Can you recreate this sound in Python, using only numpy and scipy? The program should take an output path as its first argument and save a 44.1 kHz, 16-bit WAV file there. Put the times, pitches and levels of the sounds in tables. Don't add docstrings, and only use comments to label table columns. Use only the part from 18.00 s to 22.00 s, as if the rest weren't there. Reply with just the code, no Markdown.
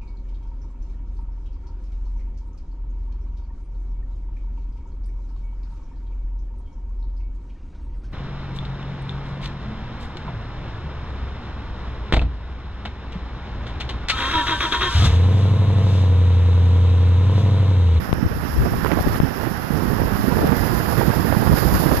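import sys
import numpy as np
from scipy import signal
from scipy.fft import rfft, irfft
from scipy.io import wavfile
from scipy.ndimage import uniform_filter1d, minimum_filter1d

SR = 44100
rng = np.random.default_rng(int(sys.argv[2]) if len(sys.argv) > 2 else 0)


def digitize_waveform(pressure):
    field = np.atleast_2d(pressure).T
    bounded = np.clip(field, -1, 1)
    quanta = np.round(bounded * 32767).astype(np.int16)
    wavfile.write(sys.argv[1], SR, quanta)


N = 176400
T = np.arange(N) / SR

# (frequency [Hz], gain [dB])
HOUSING_COLOUR = [(20, -27), (2000, -14.5), (3800, -6.5), (4600, -1.5), (5050, 2.5), (5500, -7),
                  (6100, -9.5), (7100, -6.5), (7800, -19.5), (8900, -16), (10000, -5), (11800, 2),
                  (13200, 0.5), (14700, -7.5), (16000, -14.5)]


def amp(db):
    return 10 ** (np.asarray(db) / 20)


def unit(x):
    return x / np.sqrt(np.mean(x ** 2) + 1e-20)


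def level(curve):
    return amp(np.interp(T, *np.transpose(curve)))


def colour(x, points):
    hz, db = np.transpose(points)
    log_hz = np.log(abs(np.fft.fftfreq(N, 1 / SR)) + 1)
    log_gain = np.log(amp(np.interp(log_hz, np.log(hz), db)))
    response = np.exp(np.conj(signal.hilbert(log_gain)))
    return unit(np.fft.ifft(np.fft.fft(x) * response).real)


def flutter(rate_hz, depth_db):
    hz = np.fft.rfftfreq(N, 1 / SR)
    shape = hz / (hz + rate_hz / 10) * np.exp(-(hz / rate_hz) ** 2)
    drift = unit(irfft(rfft(rng.standard_normal(N)) * shape, N))
    return unit(amp(depth_db * 2 * np.tanh(drift / 2)))


def impacts(per_s, spread_db):
    size = amp(spread_db * np.minimum(rng.exponential(1, N), 4))
    return unit(size * rng.choice([-1., 1.], N) * (rng.random(N) < per_s / SR))


def add(mix, at, sound):
    part = mix[max(round(at * SR), 0):][:len(sound)]
    part += sound[:len(part)]


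def burst(source, at, length, db):
    start = max(int((at - 2 * length) * SR), 0)
    end = min(int((at + 2 * length) * SR) + 2, N)
    bell = np.exp(-2 * ((T[start:end] - at) / length) ** 2)
    return start / SR, amp(db) * unit(bell * source[start:end]) * np.sqrt(np.mean(bell ** 2))


def film_hiss(db=-46):
    # (frequency [Hz], gain [dB])
    tone = [(20, -49), (2000, -24), (2600, 5), (3600, -21), (4700, -9), (5300, 8.5), (5800, 1), (6600, -13),
            (8000, -50), (16000, -34)]
    return amp(db) * colour(rng.standard_normal(N), tone) * flutter(rate_hz=16, depth_db=2.5)


def tube_roar():
    # (frequency [Hz], gain [dB])
    tone = [(20, -22), (150, -13.5), (280, -7.5), (380, -10.5), (480, -5), (570, -10.5), (750, -5),
            (950, -8.5), (1200, -14), (1500, -20.5), (2000, -24), (2700, -29.5), (4350, -30), (5100, -50),
            (6300, -46), (8500, -78), (11000, -57), (13000, -42), (16000, -58)]
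    # (time [s], level [dB])
    swell = [(0, -34), (.08, -39.5), (.18, -42), (.52, -42.5), (.6, -39), (.67, -40.5), (.96, -41.5),
             (1.03, -35), (1.3, -36), (1.9, -35), (2.3, -34.5), (2.9, -32), (3.3, -34), (3.86, -30),
             (3.95, -30), (4, -27)]
    return colour(rng.standard_normal(N), tone) * flutter(rate_hz=28, depth_db=0.5) * level(swell)


def bubbles(per_s=260, low_hz=463, high_hz=1838, decay_cycles=7.7, sizes=30):
    t, out = T[:SR // 20], np.zeros(N)
    for hz in np.geomspace(low_hz, high_hz, sizes):
        ring = np.sin(2 * np.pi * hz * t * (1 + 2.42 * t)) * np.exp(-t * hz / decay_cycles)
        out += signal.oaconvolve(impacts(per_s / sizes, spread_db=-1.0), ring)[:N]
    return unit(out)


def stream(bubbles_db=-8.5):
    # (frequency [Hz], gain [dB])
    tone = [(20, -4), (250, 6), (550, -7.5), (800, 1), (1050, 1), (1300, 1.5), (1700, 0.5), (1950, -2.5),
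            (2230, -10), (2750, -11.5), (3700, -17.5), (6000, -37), (8000, -76), (16000, -49)]
    # (time [s], level [dB])
    swell = [(0, -29), (.15, -30.5), (.6, -28.5), (1.14, -25.5), (1.25, -27.5), (1.85, -28), (2.3, -25),
             (3.5, -24.5), (3.75, -25), (4, -24)]
    wash = colour(rng.standard_normal(N), tone) * flutter(rate_hz=19, depth_db=1.0)
    return (wash + amp(bubbles_db) * bubbles()) * level(swell)


def spray():
    # (time [s], relative level [dB])
    swell = [(0.0, -41.5), (0.18, -45.5), (0.57, -38.5), (0.99, -38.5), (1.17, -34), (1.2, -40),
             (1.71, -38.5), (2.04, -37.5), (2.19, -35), (2.52, -36), (2.58, -32.5), (3.54, -33.5),
             (3.57, -27.5), (3.66, -29.5), (3.75, -28), (3.99, -30)]
    drops = impacts(per_s=14000, spread_db=2.0) * flutter(rate_hz=22, depth_db=1.32)
    return amp(1.04) * colour(drops, HOUSING_COLOUR) * level(swell)


def spurts():
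    # (peak time [s], length [s], level [dB], brightness [0-1])
    sheets = [(1.005, 0.045, -35, 0.9), (1.147, 0.03, -28, 0.2), (2.47, 0.013, -28, .9),
              (2.985, .03, -26, 0), (3.58, 0.038, -24.5, 0.1), (3.766, .035, -23, 0.2),
              (3.867, 0.0069, -28, 0.6), (3.971, 0.011, -24, 0.8)]
    # (frequency [Hz], gain [dB])
    coarse_tone = [(20, -45), (600, -22), (1100, 5), (1800, 2.5), (2400, -9), (5000, -19.5), (8000, -29),
                   (16000, -41)]
    # (frequency [Hz], gain [dB])
    mist_tone = [(20, -40), (1200, 4), (2500, 1), (3800, -3.5), (5000, -1.5), (6200, -5.5), (8000, -22),
                 (11000, -3), (16000, -3)]
    drops = impacts(per_s=5000, spread_db=3.0) * flutter(rate_hz=120, depth_db=-1.5)
    coarse, mist = colour(drops, coarse_tone), colour(drops, mist_tone)
    out = np.zeros(N)
    for at, length, db, brightness in sheets:
        add(out, *burst(coarse + brightness * (mist - coarse), at, length, db))
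    return out


def ticks(decay_s=0.00067):
    # (time [s], level [dB])
    droplets = [(0.138, -21), (0.987, -25), (1.027, -21), (2.568, -20), (3.094, -27)]
    fizz = colour(rng.standard_normal(N), HOUSING_COLOUR)
    return fizz * sum(amp(db) * (T >= at) * np.exp(-abs(T - at) / decay_s) for at, db in droplets)


def cracks(rise_s=0.000086):
    # (time [s], envelope peak [dB], pitch [Hz], decay [cycles])
    drops = [(0.848, -4.5, 1400, 1.2), (0.8634, -10, 1190, 1.5), (0.8684, -11, 1960, 0.7),
             (0.8732, -18, 2370, 1), (0.9088, -16, 1800, 1), (.917, -7, 1880, 1), (.922, -11, 1970, 0.37),
             (.928, -26, 2420, 1.1), (0.938, -25, 5900, 3.3), (0.99, -11, 1300, 1), (2.529, -16, 950, 2.2),
             (3.016, -4, 860, 2.1)]
    t, out = T[:SR // 50], np.zeros(N)
    for at, db, hz, cycles in drops:
        envelope = (1 - np.exp(-t / rise_s)) * np.exp(-t * hz / cycles)
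        add(out, at, amp(db) * envelope / envelope.max() * np.sin(2 * np.pi * hz * t))
    return out


def thuds(width_cycles=0.5):
    # (time [s], peak [dB], pitch [Hz])
    slugs = [(.23, -3, 186), (.452, -13, 233), (1.076, -7, 210), (1.248, -13, 148), (1.709, -15, 180),
             (1.763, -16, 220), (1.857, -12, 230), (1.932, -8, 250), (2.018, -3.5, 282), (2.285, -4, 268),
             (2.37, -6, 380), (2.446, -5.5, 281), (2.496, -4.5, 140), (2.521, -5.5, 207), (2.529, -7, 240),
             (3.02, -6, 180), (3.523, -3, 350)]
    out = np.zeros(N)
    for at, db, hz in slugs:
        cycles = hz * (T - at)
        bell = np.exp(-np.minimum((cycles / width_cycles) ** 2, 20))
        out -= amp(db) * np.cos(2 * np.pi * cycles) * bell
    return out


def churning(gustiness):
    # (time [s], level [dB])
    swell = [(0, -37), (.12, -42), (.25, -32), (.48, -42), (.66, -32.5), (.84, -38), (.87, -22.5),
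             (1.14, -32), (1.28, -31.5), (1.42, -26), (1.68, -38.5), (1.74, -25.5), (2.03, -28.5),
             (2.16, -29.5), (2.4, -27), (2.8, -25.5), (3.03, -24), (3.2, -24.5), (3.52, -23.5),
             (3.78, -23.5), (3.92, -17.5), (4, -32)]
    # (frequency [Hz], gain [dB])
    dull_tone = [(20, -39), (200, 1), (400, 2.5), (700, -2.5), (1000, -5.5), (1700, -18.5), (2300, -26.5),
                 (4000, -37), (7000, -42), (16000, -64)]
    # (frequency [Hz], gain [dB])
    bright_tone = [(20, 5), (200, 5), (700, 10.5), (1500, 1), (2600, -9.5), (4000, -33), (7000, -49),
                   (16000, -73)]
    # (peak time [s], length [s], level [dB], brightness [0-1])
    splashes = [(0.661, 0.016, -18, 0.2), (0.739, 0.0079, -17.5, 0.5), (0.848, 0.0028, -11, 0.7),
                (0.86, 0.0036, -15, 0.9), (0.907, 0.0054, -21, 0.9), (0.92, 0.0038, -13, 1),
                (0.934, 0.0057, -18.5, 0.8), (0.99, 0.017, -18.5, 0.24), (1.127, 0.021, -37, 0.9),
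                (1.406, 0.0037, -34, 0.3), (2.021, 0.0052, -18, .3), (2.319, 0.032, -19.5, 0),
                (2.371, 0.0029, -15, .3), (2.39, 0.012, -16, .35), (2.44, .04, -24.5, 0.4),
                (2.522, .002, -16, 0), (2.527, 0.0055, -11.5, 0.16), (2.684, 0.01, -19.5, 0.8),
                (3.009, 0.0036, -17, 0.3), (3.014, 0.0034, -14, 0.3), (3.325, 0.0052, -11.5, 0.8),
                (3.53, 0.013, -20, 0), (3.932, 0.02, -18, 0)]
    clumps = unit(gustiness ** 1.6) * flutter(rate_hz=54, depth_db=2.5)
    out = colour(impacts(per_s=2500, spread_db=2.0) * clumps, dull_tone) * level(swell)
    drops = impacts(per_s=2700, spread_db=3.0)
    dull, bright = colour(drops, dull_tone), colour(drops, bright_tone)
    for at, length, db, brightness in splashes:
        add(out, *burst(dull + brightness * (bright - dull), at, length, db))
    return out


def buffeting(gustiness):
    # (time [s], relative level [dB])
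    swell = [(0, -15.5), (.1, -31), (.18, -22.5), (.25, -23), (.39, -26), (.45, -22), (.52, -23.5),
             (.62, -18), (.8, -22.5), (.9, -15.5), (1.02, -24), (1.12, -19.5), (1.18, -23.5), (1.24, -16),
             (1.34, -29.5), (1.45, -22), (1.69, -26), (1.73, -17), (2.05, -18.5), (2.085, -18.5),
             (2.12, -19.5), (2.22, -19.5), (2.36, -16.5), (2.86, -20), (3.08, -14.5), (3.125, -27),
             (3.16, -17), (3.5, -18), (3.59, -20.5), (3.7, -14.5), (3.78, -20), (3.85, -15.5), (3.93, -15),
             (3.965, -26), (4, -23)]
    # (frequency [Hz], gain [dB])
    eddy_tone = [(10, -16), (30, -10.5), (70, 2), (140, 0.5), (220, -3), (320, -8), (480, -15.5),
                 (900, -52), (2500, -47.5), (16000, -64)]
    # (frequency [Hz], gain [dB])
    gust_tone = [(10, -27), (30, -4), (70, 1.5), (150, 4.5), (260, -1.5), (400, -10), (600, -18),
                 (1000, -39.5), (2500, -57), (16000, -51)]
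    # (peak time [s], length [s], level [dB])
    gusts = [(0.255, 0.007, -14.5), (0.579, 0.015, -21), (0.667, 0.022, -17), (1.079, 0.0072, -10.5),
             (1.216, 0.0082, -15), (1.47, 0.02, -23.5), (1.709, 0.0091, -16.5), (1.76, 0.059, -24),
             (2.06, 0.012, -12), (2.33, 0.01, -11), (2.356, .012, -12.5), (2.45, 0.013, -12.5),
             (2.531, 0.02, -14), (2.734, 0.021, -15.5), (3.077, 0.042, -17.5), (3.37, 0.017, -15),
             (3.519, 0.038, -8), (3.661, 0.016, -8.5)]
    eddies = colour(impacts(per_s=900, spread_db=2.12), eddy_tone)
    out = amp(1.0) * eddies * gustiness * level(swell)
    turbulence = colour(impacts(per_s=1700, spread_db=1.1), gust_tone)
    for gust in gusts:
        add(out, *burst(turbulence, *gust))
    return out


def sloshing():
    # (time [s], level [dB])
    swell = [(0, -14), (.06, -50), (.15, -28), (.26, -20), (.46, -29.5), (.55, -25), (.6, -11), (.67, -26),
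             (.75, -14.5), (.83, -34), (.92, -41), (.99, -18.5), (1.2, -23.5), (1.28, -47), (1.5, -43),
             (1.59, -40), (1.66, -52), (1.98, -39), (2.01, -17), (2.1, -36), (2.21, -27), (2.27, -40),
             (2.8, -39.5), (3.15, -36), (3.48, -33), (3.53, -16), (3.59, -37), (3.7, -35), (3.75, -15),
             (3.83, -38), (3.92, -20), (4, -19)]
    # (frequency [Hz], gain [dB])
    slosh_tone = [(10, -22), (30, -4.5), (65, 7.5), (130, -6.5), (200, -14.5), (330, -33.5), (800, -64),
                  (3000, -61), (16000, -91)]
    # (frequency [Hz], gain [dB])
    gurgle_tone = [(20, -22), (90, 0), (300, 2), (450, 3.5), (680, 1), (850, -10), (1200, -28), (2500, -48),
                   (16000, -86)]
    # (peak time [s], length [s], level [dB])
    glugs = [(2.387, 0.011, -21), (2.419, 0.024, -18), (2.437, .008, -18), (2.451, 0.015, -20),
             (2.475, 0.0088, -16)]
    out = colour(impacts(per_s=1500, spread_db=-1.0), slosh_tone) * level(swell)
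    gurgle = colour(impacts(per_s=1500, spread_db=1.5), gurgle_tone)
    for glug in glugs:
        add(out, *burst(gurgle, *glug))
    return out


def water_seal(sealed_db=-42, edge_s=0.0028):
    # (start [s], end [s])
    seals = [(0, .016), (.096, .111), (.133, .152), (.2, .242), (.269, .304), (.458, .474), (1.024, 1.058),
             (1.073, 1.099), (1.161, 1.227)]
    sealed = np.any([(T >= start) & (T < end) for start, end in seals], axis=0)
    return uniform_filter1d(amp(sealed_db * sealed), int(edge_s * SR))


def slaps(swing_hz=93, decay_s=0.003, damping=1.17, knock_hz=1100, knock_decay_s=0.0014, knock_db=-21):
    # (time [s], relative level [dB], push or pull [+1/-1], rise [s])
    hits = [(.0928, -8.5, 1, 0.00029), (.112, -3, -1, .002), (.129, 5, 1, 0.00017), (0.26, 1.5, -1, 0.0027),
            (0.264, -12, 1, 0.00065), (1.008, -5, 1, 0.0005), (1.021, -18, -1, 0.0011),
            (1.0606, -8.5, -1, 0.00049), (1.062, -11, -1, .0005), (1.067, -2, -1, 0.00067),
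            (1.072, -10, 1, 0.00054), (1.16, -8.5, 1, 0.00025), (1.2017, 7, -1, 0.00025)]
    t, out = T[:SR // 20], np.zeros(N)
    phase = 2 * np.pi * swing_hz * t
    swing = np.exp(-t / decay_s) * (np.cos(phase) - damping * np.sin(phase))
    knock = amp(knock_db) * np.exp(-t / knock_decay_s) * np.sin(2 * np.pi * knock_hz * t)
    for at, db, direction, rise in hits:
        onset = np.hanning(max(int(2 * rise * SR), 3))
        add(out, at, direction * amp(db) * np.convolve(swing + knock, onset / onset.sum()))
    return out


def scene(right_roar_db=-10, left_lag_s=0.00039):
    gustiness = flutter(rate_hz=59, depth_db=2.5)
    roar = tube_roar()
    water = churning(gustiness) + stream() + spray() + film_hiss()
    water += ticks() + thuds() + cracks() + spurts()
    right = buffeting(gustiness) + water + amp(right_roar_db) * roar
    late_roar = np.interp(T - left_lag_s, T, roar)
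    left = (late_roar + sloshing()) * water_seal() + slaps()
    return np.array([left, right])


def record(dry, threshold_db=1, strength=0.9, hold_s=0.026, ceiling=0.94, cutoff_hz=14750):
    peak_db = 20 * np.log10(abs(dry).max(0) + 1e-9)
    over_db = np.maximum(peak_db - threshold_db, 0)
    held_db = minimum_filter1d(-strength * over_db, int(hold_s * SR))
    duck_db = uniform_filter1d(held_db, size=260)
    clipped = np.clip(dry * amp(duck_db), -ceiling, ceiling)
    lowpass = signal.firwin(601, cutoff_hz, window=("kaiser", 9), fs=SR)
    return signal.oaconvolve(clipped, lowpass[None], "same")


dry = scene()
out = record(dry)
digitize_waveform(out)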